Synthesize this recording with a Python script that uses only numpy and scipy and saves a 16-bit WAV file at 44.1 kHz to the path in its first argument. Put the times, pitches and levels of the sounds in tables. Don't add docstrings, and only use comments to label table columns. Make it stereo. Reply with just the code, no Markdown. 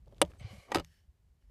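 import sys
import numpy as np
from scipy import signal
from scipy.fft import rfft, irfft
from scipy.io import wavfile
from scipy.ndimage import uniform_filter1d

SR = 44100
rng = np.random.default_rng(int(sys.argv[2]) if len(sys.argv) > 2 else 0)


def unload_audio(sound):
    columns = np.transpose(np.atleast_2d(sound))
    steps = np.round(np.clip(columns, -1, 1) * 32767)
    wavfile.write(sys.argv[1], SR, steps.astype(np.int16))


def undo_db(level):
    steps = np.asarray(level, float) / 20
    return 10 ** steps


N = 66150

# (frequency [Hz], level [dB])
CABIN_SPECTRUM = [(15, -28), (35, -10), (70, -0.5), (125, -14), (205, -20), (300, -26.5), (1000, -34),
                  (15000, -46.5)]
# (time [s], level [dB])
HAND_PUSH = [
    (0, 12.5),
    (0.399, 16),
    (0.601, 14.5),
    (0.62, -1.5),
    (.72, 6),
    (0.799, 22.5),
    (.85, 5),
    (.95, 2.5),
]
# (frequency [Hz], left over right [dB])
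PORT_BALANCE = [(60, 4), (110, 1.5), (200, 7.5), (380, 1), (700, 0), (1290, 1), (2380, 9), (4400, 14.5),
                (8120, 17), (15000, 11)]
# (time [s], peak [dB], pitch [Hz], T60 [s])
THUMPS = [(0.082, -34, 79.5, 0.03), (.14, -46.5, 73.6, 0.034), (.235, -40.5, 176, 0.1),
          (0.239, -40, 67.3, 0.086), (0.412, -31.5, 121, 0.027), (0.446, -36, 106, 0.093),
          (0.508, -46.5, 102, 0.11), (.53, -53, 202, .12), (0.583, -32.5, 107, 0.02),
          (0.751, -45.5, 165.2, 0.27), (0.773, -34, 91, 0.074), (1.083, -50.5, 56.3, 0.098),
          (1.44, -59.5, 47.4, 0.44)]

# (time [s], level [dB], brightness [dB])
RUBBING = [(.385, -92, -14), (.40, -56, -21), (.45, -55, -12.5), (.49, -54.5, -5), (.53, -57.5, 3.5),
           (.6, -59.5, 2.5), (.65, -65, 5), (.69, -64.5, -1.5), (.72, -66, -3), (.76, -41.5, -3)]
# (time [s], level [dB], brightness [dB])
FUMBLE = [
    (0, -76.5, 0),
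    (.04, -81.5, 0),
    (.13, -72.5, 0),
    (.26, -62, 0.0092),
    (.37, -69, 0),
    (.4, -72.5, 0.015),
]
# (time [s], level [dB])
NUDGE = [
    (.06, -93),
    (.074, -59.5),
    (.09, -71),
    (.105, -75),
    (.12, -85),
    (.126, -62.5),
    (.145, -68),
    (.17, -96),
]
# (time [s], level [dB])
SLIDE_OFF = [(.83, -69), (.88, -72), (.94, -69.5), (1.0, -75), (1.07, -88.5), (1.15, -100), (1.38, -100),
             (1.43, -81.5), (1.47, -89), (1.5, -82.5)]
# (time [s], level [dB])
SQUEAK = [
    (.37, -97.5),
    (.385, -72),
    (.41, -67),
    (.44, -80),
    (.48, -96),
]
# (time [s], level [dB])
SKID = [
    (.655, -74.5),
    (.69, -55.5),
    (.715, -49),
    (.8, -58),
    (.84, -104),
]
# (time [s], level [dB])
CRUNCH = [
    (.745, -44),
    (.765, -44.5),
    (.78, -56.5),
    (.797, -44),
    (.81, -51.5),
    (.83, -78),
]
# (frequency [Hz], level [dB])
RUB_SPECTRUM = [(180, -36.5), (300, -11), (647, -11), (1440, -13.5), (2210, -12), (3550, -18.5),
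                (12500, -26.5), (15000, -51.5)]
# (frequency [Hz], width [Hz], level [dB])
RUB_PEAKS = [(560, 90, -2.5), (715, 110, -2.5), (1145, 75, 3.5), (1560, 70, -5.5), (2200, 190, -2.5),
             (2350, 70, -4.5), (2976, 150, -0.5), (4112, 470, -6.5), (4736, 100, -6), (5800, 90, -7.5)]
# (frequency [Hz], width [Hz], level [dB])
SLIDE_PEAKS = [(1771, 180, -0.5), (3000, 270, 0.5), (4500, 120, -3), (5336, 270, -2)]
# (frequency [Hz], width [Hz], level [dB])
SQUEAK_PEAKS = [(4800, 200, -2), (6300, 100, 0), (8100, 120, 4.5), (9600, 270, -8), (12300, 300, -12)]

# (time [s], peak [dB], centre [Hz], left over right [dB])
TICKS = [(0.0592, -67, 3660, 18.5), (0.073, -60, 600, 14), (0.081, -64.5, 3000, 14),
         (0.1238, -64.5, 3000, 17), (.124, -52, 600, 2), (.13, -60, 280, -3), (0.146, -68, 3300, 23),
         (.163, -70.5, 3500, 16.5), (.167, -73, 2500, 28), (0.182, -58.5, 3200, 21), (.191, -67, 3300, 5),
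         (.250, -46.5, 2710, 14.5), (0.3165, -48.5, 1390, 13), (.317, -74, 3000, 9),
         (0.335, -58.5, 900, 30.5), (0.356, -65, 1440, 25.5), (.397, -59, 3630, 21),
         (0.513, -58.5, 2200, 29), (0.8466, -44.5, 2200, 8.5), (.847, -46, 6940, 13),
         (.8475, -58.5, 4530, 10), (.351, -72, 5000, 12.5), (1.424, -64, 1400, 8.5), (1.497, -63, 600, -7)]
# (time [s], peak [dB], contact [ms])
SNAP = [
    (.2158, -12, 0.011),
    (.2166, -12, 0.04),
    (.2182, -22, 0.15),
    (.2200, -16.5, 0.079),
    (.2217, -11, 0.9),
    (.2252, -15.5, 1),
    (.2315, -27, 1.3),
]
# (time [s], peak [dB], contact [ms])
TAP = [
    (.7183, -21.5, 0.085),
    (.7205, -25.5, 0.23),
    (.7225, -24.5, 0.2),
    (.7255, -33.5, 0.24),
]
# (time [s], peak [dB], contact [ms])
KNOCKS = [(.7458, -22.5, .1), (.7468, -17.5, 0.029), (.748, -18, 0.061), (.7505, -29, 0.08),
          (.7548, -17, 0.1), (.7575, -17.5, 0.039), (.7605, -27, .15), (.765, -28, 0.13),
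          (.770, -24.5, 0.1), (.7745, -27.5, 0.18), (.784, -29, 0.11), (.790, -30.5, 0.28),
          (.7972, -33, 0.026), (.8, -35.5, .1), (.805, -42, 0.14)]
# (frequency [Hz], level [dB], T60 [s])
JAW_MODES = [(328.6, -11.5, 0.05), (582, 1, 0.042), (770, -4.5, 0.041), (930, -4, 0.04), (1210, -7, 0.09),
             (1510, -9.5, 0.03), (1900, -4.5, 0.018), (2959, -4, 0.03), (3450, -13, 0.028),
             (5810, -15.5, 0.015), (7560, -20.5, .03), (9180, -11.5, 0.03), (9720, 3, 0.0087),
             (12890, -16, .025)]
# (frequency [Hz], level [dB], T60 [s])
COVER_MODES = [(356, -16, 0.025), (574, -4, 0.031), (810, -0.5, 0.062), (1202, 1, .035), (1915, -4, .03),
               (2323, -6, 0.017), (3200, -7, 0.03), (8700, -18, .01)]
# (frequency [Hz], level [dB], T60 [s])
HOUSING_MODES = [(349.4, -6.5, 0.078), (420, -17, 0.06), (566, -0.5, 0.061), (763, -12.5, .035),
                 (824, -12, 0.028), (1130, -15, .05), (1264, -0.5, 0.045), (2275, -18, 0.03),
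                 (2723, -4, 0.03), (2940, -3, .03), (3510, -11, 0.013), (3980, -5.5, 0.016),
                 (4903, -11.5, .02)]
# (frequency [Hz], level [dB])
SNAP_CRACK = [(200, -14.5), (602, -7.5), (1880, -19), (3010, -11), (5450, -25), (8800, -20), (11200, -38),
              (13200, -28)]
# (frequency [Hz], level [dB])
KNOCK_CRACK = [(120, -19), (200, 3), (550, -9.5), (721, -8.5), (1240, -5), (1750, -15.5), (2650, -17.5),
               (8120, -26), (15000, -32.5)]

CABIN_DB = -68.5
ALIKE_HZ = 1015.7
PORT_SHARE = 0.69
PORT_LAG_S, THROUGH_AIR_HZ = 0.000666, 1346
CRACK_T60_S, AIR_T60_S, CRACK_HZ = 0.021, 0.02, 900
TAIL_T60_S, TAIL_HZ = 0.12, 1170
RING_S, RING_CYCLES, SCATTER_DB = 0.022, 14, 2
STREAK_DB = 3


def curve(table, hz):
    p = np.array(table, float)
    return np.interp(np.log(np.maximum(hz, 1)), np.log(p[:, 0]), p[:, 1])


def unit(x):
    return x / np.sqrt(np.mean(x ** 2))


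def fall(t, t60):
    return np.exp(-np.log(1000) * t / t60)


def walk(rate):
    hold = int(SR / rate)
    steps = np.repeat(rng.standard_normal(N // hold + 1), hold)
    return 0.93 * uniform_filter1d(steps, hold)[:N]


def add(out, s, x, db, pan_db):
    i = int(s * SR)
    n = min(x.shape[1], N - i)
    out[:, i:i + n] += x[:, :n] * undo_db(db + np.array([[pan_db], [-pan_db]]) / 2)


def port_turn(hz):
    return 2 * np.pi * hz * PORT_LAG_S / (1 + (THROUGH_AIR_HZ / (hz + 1)) ** 2)


def noise(table, size, ports=PORT_SHARE, apart=1.0, bass=0.17):
    hz = np.fft.rfftfreq(size, 1 / SR)
    a, b = rfft(rng.standard_normal((2, size)))
    mix = np.clip(bass + apart / (1 + ALIKE_HZ / (hz + 1)), 0, 1) * np.pi / 4
    common, loose = a * np.cos(mix), b * np.sin(mix)
    port = undo_db(ports * curve(PORT_BALANCE, hz) / 2) * np.exp(.5j * port_turn(hz))
    both = np.array([(common + loose) * port, (common - loose) / port])
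    return unit(irfft(both * undo_db(curve(table, hz)), size))


def cabin():
    x = noise(CABIN_SPECTRUM, N, 0.089, 1.0, 0.28)
    low = signal.sosfilt(signal.butter(2, 200, fs=SR, output="sos"), x)
    push_db = np.interp(np.arange(N) / SR, *np.array(HAND_PUSH).T)
    return undo_db(CABIN_DB) * (x + low * (undo_db(4.3 * walk(15) + push_db) - 1))


def thumps():
    out, t = np.zeros((2, N)), np.arange(16384) / SR
    port_phase = np.array([[.2], [-.2]])
    for s, db, hz, t60 in THUMPS:
        swell = np.sin(np.pi / 2 * np.minimum(t * hz / 1.2, 1)) ** 2
        mode = np.sin(2 * np.pi * hz * t + port_phase)
        add(out, s - 0.4 / hz, mode * fall(t, t60) * swell, db + 8.5, 1.5)
    return out


def rubbing(table, colour, peaks, peaks_db, grain_db):
    t, p = np.arange(N) / SR, np.array(table, float).T
    base = noise(colour, N)
    rung = 0
    for hz, width, db in peaks:
        resonance = signal.lfilter(*signal.iirpeak(hz, hz / width, SR), base)
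        rung = rung + undo_db(db + STREAK_DB * walk(24)) * resonance
    high = signal.sosfiltfilt(signal.butter(3, 5500, "high", fs=SR, output="sos"), base)
    bright_db = np.interp(t, p[0], p[-1]) * (len(p) > 2)
    x = unit(base + high * (undo_db(bright_db) - 1) + undo_db(peaks_db) * rung)
    pressure_db = np.interp(t, p[0], p[1], left=-120, right=-120)
    return x * undo_db(pressure_db + grain_db * walk(170))


def hands():
    fumble = [(150, -6.5), (330, 2), (3000, -18.0), (15000, -28.5)]
    nudge = [(150, -10), (350, 0.5), (600, 0), (1000, -10.5), (2000, -37)]
    cloth = [(700, -10.0), (1800, -1), (3000, -6.5), (6000, -9.5), (15000, -13)]
    squeak = [(3500, -40), (4600, -1), (12600, 0), (14000, -40)]
    return (rubbing(FUMBLE, fumble, RUB_PEAKS, -12.5, 3.1)
            + rubbing(NUDGE, nudge, RUB_PEAKS, -6, 1.7)
            + rubbing(RUBBING, RUB_SPECTRUM, RUB_PEAKS, 8, 1.1)
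            + rubbing(SQUEAK, squeak, SQUEAK_PEAKS, 25, 2.1)
            + rubbing(SLIDE_OFF, cloth, SLIDE_PEAKS, 7.1, 1.02))


def jaws_dragging():
    skid = [(250, -9.5), (700, -6.5), (9000, -45)]
    crunch = [(150, -8), (300, 0), (1200, -7), (5000, -20), (9000, -32), (13500, -36), (14500, -60)]
    return rubbing(SKID, skid, RUB_PEAKS, 0.3, 2.1) + rubbing(CRUNCH, crunch, RUB_PEAKS, -6, 5.5)


def ticks():
    out, t = np.zeros((2, N)), np.arange(4096) / SR
    for s, db, hz, pan_db in TICKS:
        colour = [(hz / 5, -22), (hz, 0), (hz * 2.0, -10), (22000, -10 - 14 * np.log2(9000 / hz + 1))]
        shape = fall(t, 0.0028 + 10 / hz) * np.minimum(t * hz, 1)
        add(out, s, noise(colour, len(t), 0, 0.2) * shape, db, pan_db)
    return out


def blows(table, modes, crack, crack_db, tail_db, air_db, ports):
    out, t = np.zeros((2, N)), np.arange(8192) / SR
    hz, db, t60 = np.array(modes, float).T[:, :, None]
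    lean = undo_db(ports * curve(PORT_BALANCE, hz) / 2)
    dull = signal.butter(2, TAIL_HZ, fs=SR)
    thin = signal.butter(1, CRACK_HZ, "high", fs=SR)
    crack_shape = undo_db(crack_db) * (fall(t, CRACK_T60_S) + undo_db(air_db) * fall(t, AIR_T60_S))
    tail_shape = undo_db(tail_db) * fall(t, TAIL_T60_S)
    ring_shape = fall(t, np.minimum(t60, RING_S + RING_CYCLES / hz))
    for s, peak_db, ms in table:
        detune, scatter, loose = rng.standard_normal((3, len(hz), 1))
        turn = port_turn(hz) / 2 + .5 * loose / (1 + (ALIKE_HZ / hz) ** 2)
        phase = 2 * np.pi * hz * (1 + 0.0071 * detune) * t
        g = undo_db(db + SCATTER_DB * scatter) * ring_shape
        left = (g * lean * np.sin(phase + turn)).sum(0)
        right = (g / lean * np.sin(phase - turn)).sum(0)
        hiss = noise(crack, len(t), ports, 0.2)
        x = np.array([left, right]) / 2
        x = x + signal.lfilter(*thin, hiss) * crack_shape + signal.lfilter(*dull, hiss) * tail_shape
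        a = np.exp(-1 / (max(ms, .01) * SR / 2000))
        add(out, s, signal.lfilter([1 - a], [1, -a], x), peak_db, 0)
    return signal.sosfilt(signal.butter(4, 230, "high", fs=SR, output="sos"), out)


def pliers():
    return (blows(SNAP, JAW_MODES, SNAP_CRACK, -2, -22.5, -23.5, 0.75)
            + blows(TAP, COVER_MODES, KNOCK_CRACK, -0.68, -18.5, -17.5, 0.33)
            + blows(KNOCKS, HOUSING_MODES, KNOCK_CRACK, 0.14, -23.0, -26.0, 0.32))


def scene():
    return cabin() + thumps() + hands() + jaws_dragging() + ticks() + pliers()


def band_limit(x):
    return signal.sosfilt(signal.butter(12, 15780, fs=SR, output="sos"), x)


def record(dry):
    limit, top_hz = 0.8, 14300
    rounded = limit * np.tanh(dry / limit)
    mix = signal.sosfilt(signal.butter(22, top_hz, fs=SR, output="sos"), rounded)
    return band_limit(mix)


dry = scene()
out = record(dry)
unload_audio(out)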